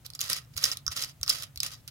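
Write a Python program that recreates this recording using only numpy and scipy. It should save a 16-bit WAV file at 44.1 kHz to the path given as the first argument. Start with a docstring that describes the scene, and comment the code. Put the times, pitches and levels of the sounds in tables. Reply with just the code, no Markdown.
"""A chain of plastic rings, pushed round the track of a puzzle by two thumbs in five short shoves.
Each time a thumb lands with a soft bump, the rings knock together as the slack closes,
then the chain scrapes and chatters along and stops. The puzzle is on a table in a small quiet room
with a low rumble, close to a pair of microphones and slightly to their right."""
import sys
import numpy as np
from scipy import signal
from scipy.fft import rfft, irfft
from scipy.io import wavfile
from scipy.ndimage import uniform_filter1d

SR = 44100
rng = np.random.default_rng(int(sys.argv[2]) if len(sys.argv) > 2 else 0)


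def master_out(mix):
    """Clip the mix to full scale and print it as 16-bit PCM to the path in sys.argv[1]."""
    frames = np.transpose(np.atleast_2d(mix))
    ceiling = np.clip(frames, -1, 1)
    pcm = np.round(ceiling * 32767).astype(np.int16)
    wavfile.write(sys.argv[1], SR, pcm)


N = 83790


def amp(db):
    """Decibels to gain."""
    return 10 ** (np.asarray(db) / 20)


def unit(x):
    """Scales to an rms of one."""
    return x / np.sqrt(np.mean(x ** 2) + 1e-20)


def unit_hit(x):
    """Scales a short sound to the energy of 2.5 ms at level one."""
    return x / np.sqrt(np.sum(x ** 2) / (.0025 * SR) + 1e-20)


def read(points, hz):
    """Reads a table along a logarithmic frequency axis."""
    f, value = np.transpose(points)
    return np.interp(np.log(hz + 1), np.log(f), value)


def add(mix, s, sound):
    """Adds a sound at a time in seconds."""
    part = mix[max(round(s * SR), 0):][:len(sound)]
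    part += sound[:len(part)]


def colour(x, points, size=2048):
    """Causal filter with the given spectrum."""
    log_gain = np.log(amp(read(points, abs(np.fft.fftfreq(size, 1 / SR)))))
    taps = np.fft.ifft(np.exp(np.conj(signal.hilbert(log_gain)))).real[:size // 2]
    return signal.fftconvolve(x, taps)[:len(x)]


def pair(a, b, likeness):
    """Left and right channels with a given likeness, from two unrelated sounds."""
    likeness = np.clip(likeness, 0, 1)
    return np.array([likeness * a + np.sqrt(1 - likeness ** 2) * b, a])


# The quiet room. Each row: frequency in Hz, relative level in dB.
ROOM_TONE = [(20, -48.5), (40, -11), (100, 0.5), (150, 3), (185, -15.5), (260, -15), (400, -26.5),
             (600, -22), (1000, -27.5), (8000, -33)]
# Its stereo width. Each row: frequency in Hz, likeness at the two microphones from 0 to 1.
ROOM_TONE_LIKENESS = [(60, 1), (150, 0.91), (400, .7), (1500, 0.29)]


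def room_tone():
    """A steady low rumble, nearly alike at both microphones, and a faint wide hiss."""
    hz = np.fft.rfftfreq(N, 1 / SR)
    a, b = rfft(rng.standard_normal((2, N)))
    spectrum = pair(a, b, read(ROOM_TONE_LIKENESS, hz)) * amp(read(ROOM_TONE, hz))
    return amp(-54.5) * unit(irfft(spectrum, N))


# Plastic scraping, heard close. Each row: frequency in Hz, relative level in dB.
SCRAPE_COLOUR = [(300, -30), (560, -21), (850, -19.5), (1270, -4.5), (1570, -12), (1850, -7), (2150, -10.5),
                 (3000, -5), (4000, -4.5), (5450, -5.5), (6500, -6.5), (8200, -13), (10000, -8),
                 (13000, -11), (16000, -23)]


def friction(catches_per_s=2200, spread_db=3):
    """Tiny catches of uneven size over a fine rub, sounding through rings and board."""
    size = amp(spread_db * np.minimum(rng.exponential(1, N), 4.5))
    catches = unit(size * rng.choice([-1, 1], N) * (rng.random(N) < catches_per_s / SR))
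    rub = 0.23 * rng.standard_normal(N)
    return unit(colour(catches + rub, SCRAPE_COLOUR))


# One plastic ring. Each row: frequency in Hz, relative level in dB, seconds to fall 60 dB.
RING_MODES = [(3874, -0.5, 0.0099), (4740, -0.5, 0.02), (5322, 1, 0.025), (6000, -2, 0.0078),
              (7100, -4, 0.0065)]
RING_RISE_S = .00021


def ring_modes(t, vary_db=3, detune=.012):
    """A struck ring; each ring and point of contact weighs and tunes the modes a little differently."""
    wave = np.zeros(len(t))
    for hz, db, t60 in RING_MODES:
        decay = amp(db + vary_db * rng.standard_normal() - 60 * t / t60)
        pitch = hz * (1 + detune * rng.standard_normal())
        wave += decay * np.sin(2 * np.pi * (pitch * t + rng.random()))
    return unit_hit(wave * (1 - np.exp(-t / RING_RISE_S)) ** 2)


# Plastic striking plastic. Each row: frequency in Hz, mean relative level in dB.
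CRACK_COLOUR = [(500, -41), (2000, -7.5), (3800, 6.5), (6500, 2.5), (8300, 2.5), (10000, 6.5), (13000, 4.5),
                (16000, -4.5)]


def crack(t, decay_s=0.0017, vary_db=2.5):
    """A bright burst at the point of contact."""
    contact = [(hz, db + vary_db * rng.standard_normal()) for hz, db in CRACK_COLOUR]
    return unit_hit(colour(rng.standard_normal(len(t)) * np.exp(-t / decay_s), contact))


def rattle(rings=8, taps_per_s=140):
    """Several loose rings tap the walls of the track at random."""
    t = np.arange(SR // 25) / SR
    strength = rng.exponential(1, (rings, N)) ** .5
    trains = strength * (rng.random((rings, N)) < taps_per_s / rings / SR)
    return unit(sum(signal.fftconvolve(taps, ring_modes(t) + crack(t) / 2)[:N] for taps in trains))


# A ring shifts a little and scuffs. Each row: start in seconds, length in seconds, peak push in dB.
SCUFFS = [(0.046, 0.021, -41), (0.143, 0.022, -46.5), (.527, 0.025, -56), (1.222, 0.026, -43.5),
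          (1.87, 0.028, -47)]
# The five shoves, one curve each. Each point: time in seconds, push in dB.
SHOVES = [
    [(0.188, -60), (0.215, -36), (0.288, -41), (0.302, -27.5), (0.345, -38.5), (0.385, -38), (0.405, -62),
     (0.45, -63)],
    [(0.56, -48.5), (0.58, -36.5), (0.603, -45), (0.645, -28.5), (0.685, -33.5), (0.735, -38), (0.75, -58),
     (0.8, -63)],
    [(0.9, -55), (0.923, -34.5), (0.945, -52), (0.968, -34.5), (1.035, -33), (1.055, -47.5), (1.11, -52),
     (1.14, -88)],
    [(1.255, -65.5), (1.278, -39), (1.303, -33), (1.325, -34.5), (1.4, -43), (1.438, -41.5), (1.45, -54.5),
     (1.49, -72.5)],
    [(1.615, -60), (1.632, -35), (1.648, -37.5), (1.672, -39.5), (1.695, -50), (1.735, -41), (1.755, -58),
     (1.81, -69.5)],
]
# The hollow tray under the chain. Each row: frequency in Hz, relative level in dB.
TRAY_COLOUR = [(130, -0.5), (200, -5.5), (300, -3.5), (410, -13.5), (560, -0.5), (900, -17), (2500, -32.5)]


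def sliding_chain(judder_s=0.0031, judder_db=3, likeness=0.39):
    """The chain scrapes along the track, juddering, as hard as it is pushed; the tray rumbles under it."""
    t, push = np.arange(N) / SR, np.zeros(N)
    for shove in SHOVES:
        s, db = np.transpose(shove)
        push += amp(np.interp(t, s, db)) * (t > s[0]) * (t < s[-1])
    for s, length, db in SCUFFS:
        add(push, s, amp(db) * np.hanning(int(length * SR)))
    judder = unit(uniform_filter1d(rng.standard_normal(N), int(judder_s * SR)))
    tray = amp(-20.5) * unit(colour(rng.standard_normal(N), TRAY_COLOUR))
    # The chatter dies down more slowly than the scraping.
    chatter = amp(-10.5) * push ** .85 * pair(rattle(), rattle(), likeness)
    scrape = amp(-1.5 + judder_db * judder) * pair(friction(), friction(), likeness)
    return push * (scrape + tray) + chatter


# The puzzle's board. Each row: frequency in Hz, relative level in dB, seconds to fall 60 dB.
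BOARD_MODES = [(1144, -2.5, 0.075), (1308, 8, 0.022), (1480, 5.5, 0.015), (1820, 2, 0.012)]


def board_modes(t, rise_s=.0006):
    """The board answers a knock with a short hollow note."""
    wave = sum(amp(db - 60 * t / t60) * np.sin(2 * np.pi * (hz * t + rng.random()))
               for hz, db, t60 in BOARD_MODES)
    return unit_hit(wave * (1 - np.exp(-t / rise_s)) ** 2)


# Rings knocking together, close to the microphones. Each row: start in seconds, level in dB,
# ping pitch in Hz, trim of the crack in dB, trim of the board's note in dB.
KNOCKS = [(0.0632, -41.5, 4840, 2, -16), (0.1021, -38.5, 4440, -8.5, -16.5),
          (0.1353, -40.5, 4550, -12, -22), (0.1503, -41, 6900, -0.5, -9), (0.1918, -30.5, 4800, -13, -13),
          (0.2074, -32, 6100, 1.5, -16), (0.2136, -24, 6570, -5, -16.5), (0.2993, -31, 4750, 5, -6),
          (0.3309, -22, 5400, -6.5, -34), (0.5659, -39.5, 4970, 1.5, -22), (0.5753, -32, 6200, -2, -47),
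          (0.5785, -30, 4760, -2.5, -7.5), (0.6398, -13.5, 5600, -10, -22.5),
          (0.642, -24.5, 5900, -3, -24.5), (0.6538, -24, 5300, -6, -39), (0.716, -23, 5330, -17, -27),
          (0.7709, -45, 5500, 8.5, -4.5), (0.8653, -27, 5380, -9.5, -11.5),
          (0.8786, -20, 5710, -20.5, -8.5), (0.9652, -34.5, 5300, 1.5, -4), (1.0232, -28, 4870, -3, -21),
          (1.0376, -24.5, 5080, -14, -21), (1.2131, -46.5, 6860, 1, -6), (1.231, -20.5, 5590, -13, -18.5),
          (1.2629, -36.5, 5030, -12, -7.5), (1.2789, -24, 4920, -12, -10.5), (1.2944, -23, 6430, 0.5, -24),
          (1.2979, -18.5, 5150, -5.5, -15), (1.3015, -15, 4970, -16, -23.5), (1.4235, -37, 5900, 0, -4),
          (1.4337, -47.5, 4840, 9, -15), (1.559, -48, 4370, 4, -12), (1.5745, -39.5, 4270, 1, -14.5),
          (1.6032, -24, 5100, -7, -26), (1.6321, -27.5, 5280, -0.5, -10.5),
          (1.6659, -32.5, 5410, -4.5, -25), (1.8776, -44.5, 5680, 4, -16)]


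def knocks():
    """Each knock is a crack, a ping (shorter when soft), lingering ring modes and the board's note."""
    out, t = np.zeros((2, N)), np.arange(SR // 25) / SR
    for s, db, hz, crack_db, board_db in KNOCKS:
        age = t / (RING_RISE_S * amp(.17 * (db + 18.5)))
        ping = unit_hit(age ** 3 * np.exp(-age) * np.sin(2 * np.pi * hz * t))
        board = amp(board_db - 3) * board_modes(t)
        sprays = [amp(crack_db + 6.5) * crack(t) + amp(-11) * ring_modes(t) for side in out]
        for side, spray in zip(out, pair(*sprays, likeness=0.45)):
            add(side, s, amp(db) * (ping + spray + board))
    return out


# Narrow resonances of the track. Each row: frequency in Hz, relative level in dB.
TRACK_MODES = [(1270, -15), (1835, 1), (4830, 0.5), (5400, -8)]


def track_resonance(x, t60=0.013, rise_s=0.0017):
    """The track rings on for a moment after each scrape and knock."""
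    t = np.arange(SR // 10) / SR
    wave = sum(amp(db - 60 * t / t60) * np.sin(2 * np.pi * (hz * t + rng.random()))
               for hz, db in TRACK_MODES)
    wave *= (1 - np.exp(-t / rise_s)) ** 2
    return amp(-15.5) / 2 * signal.fftconvolve(x, wave / np.linalg.norm(wave))[:N]


def table_echo(x, decay_s=0.0052):
    """Quick scatter from the board, the hands and the table top; long waves pass them by."""
    t = np.arange(SR // 25) / SR
    scatter = rng.standard_normal(len(t)) * np.exp(-t / decay_s) * (t > .001)
    taps = colour(scatter, [(500, -15.5), (2000, 10)])
    return signal.fftconvolve(x, taps / np.linalg.norm(taps))[:N]


# Decay of the small room. Each row: frequency in Hz, seconds to fall 60 dB.
ROOM_T60 = [(1500, 0.28), (5000, 0.1), (12000, 0.16)]
# Tone of its reverberation. Each row: frequency in Hz, gain in dB.
ROOM_COLOUR = [(1500, -0.5), (5200, -0.5), (9000, -9.5)]


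def room_reverb(x):
    """A short diffuse tail whose treble dies first, faint this close to the puzzle."""
    hz, t, noise = signal.stft(rng.standard_normal(SR // 2), SR, nperseg=256)
    decay = amp(-60 * t / read(ROOM_T60, hz)[:, None]) * (t > .005)
    tail = signal.istft(noise * decay, SR, nperseg=256)[1]
    return amp(-11) * colour(signal.fftconvolve(x, tail / np.linalg.norm(tail))[:N], ROOM_COLOUR)


# A thumb lands on the board. Each row: start in seconds, level in dB, starting pitch in Hz.
THUMB_BUMPS = [(.553, -37, 93.7), (0.871, -41, 76), (0.889, -38.5, 98), (1.203, -38.5, 73.6),
               (1.566, -42, 78)]


def thumb_bumps(rise_s=0.0084, sag_per_s=1.2):
    """The board gives a soft low thud on the table under each thumb, sagging in pitch."""
    out, t = np.zeros(N), np.arange(SR // 8) / SR
    swell = (t / rise_s * np.exp(1 - t / rise_s)) ** 2
    for s, db, hz in THUMB_BUMPS:
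        add(out, s, amp(db) * swell * np.sin(2 * np.pi * hz * t * np.exp(-sag_per_s * t)))
    return out


# Off-axis loss at the left microphone. Each row: frequency in Hz, gain in dB.
LEFT_SHADE = [(800, -2.5), (7500, -2), (9500, -19), (16000, -7.5)]


def left_microphone(x, lag_s=0.00013):
    """The left microphone faces away from the puzzle and hears it duller and later."""
    out = np.zeros(N)
    add(out, lag_s, colour(x, LEFT_SHADE))
    return out


def scene():
    """The puzzle lies close, slightly right of the microphones, with the room around it."""
    sides = list(zip(sliding_chain(), knocks()))
    close = []
    for slide, knock in sides:
        echo = table_echo(amp(-5) * slide + amp(-11) * knock)
        close.append(slide + knock + echo + track_resonance(slide + knock / 2))
    left, right = close
    reverb = np.array([room_reverb(slide + knock) for slide, knock in sides])
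    return np.array([left_microphone(left), right]) + reverb + thumb_bumps() + room_tone()


def record(dry):
    """The recorder cuts the deepest bass, rounds off the highest peaks and limits the band."""
    low_cut_hz, high_cut_hz, ceiling = 32, 16200, .8
    thin = signal.sosfilt(signal.butter(2, low_cut_hz, "high", fs=SR, output="sos"), dry)
    soft = np.sign(thin) * ceiling * np.sqrt(np.tanh((thin / ceiling) ** 2))
    lowpass = signal.firwin(255, high_cut_hz, window=("kaiser", 8), fs=SR)
    return signal.oaconvolve(soft, lowpass[None], "same")


dry = scene()
out = record(dry)
master_out(out)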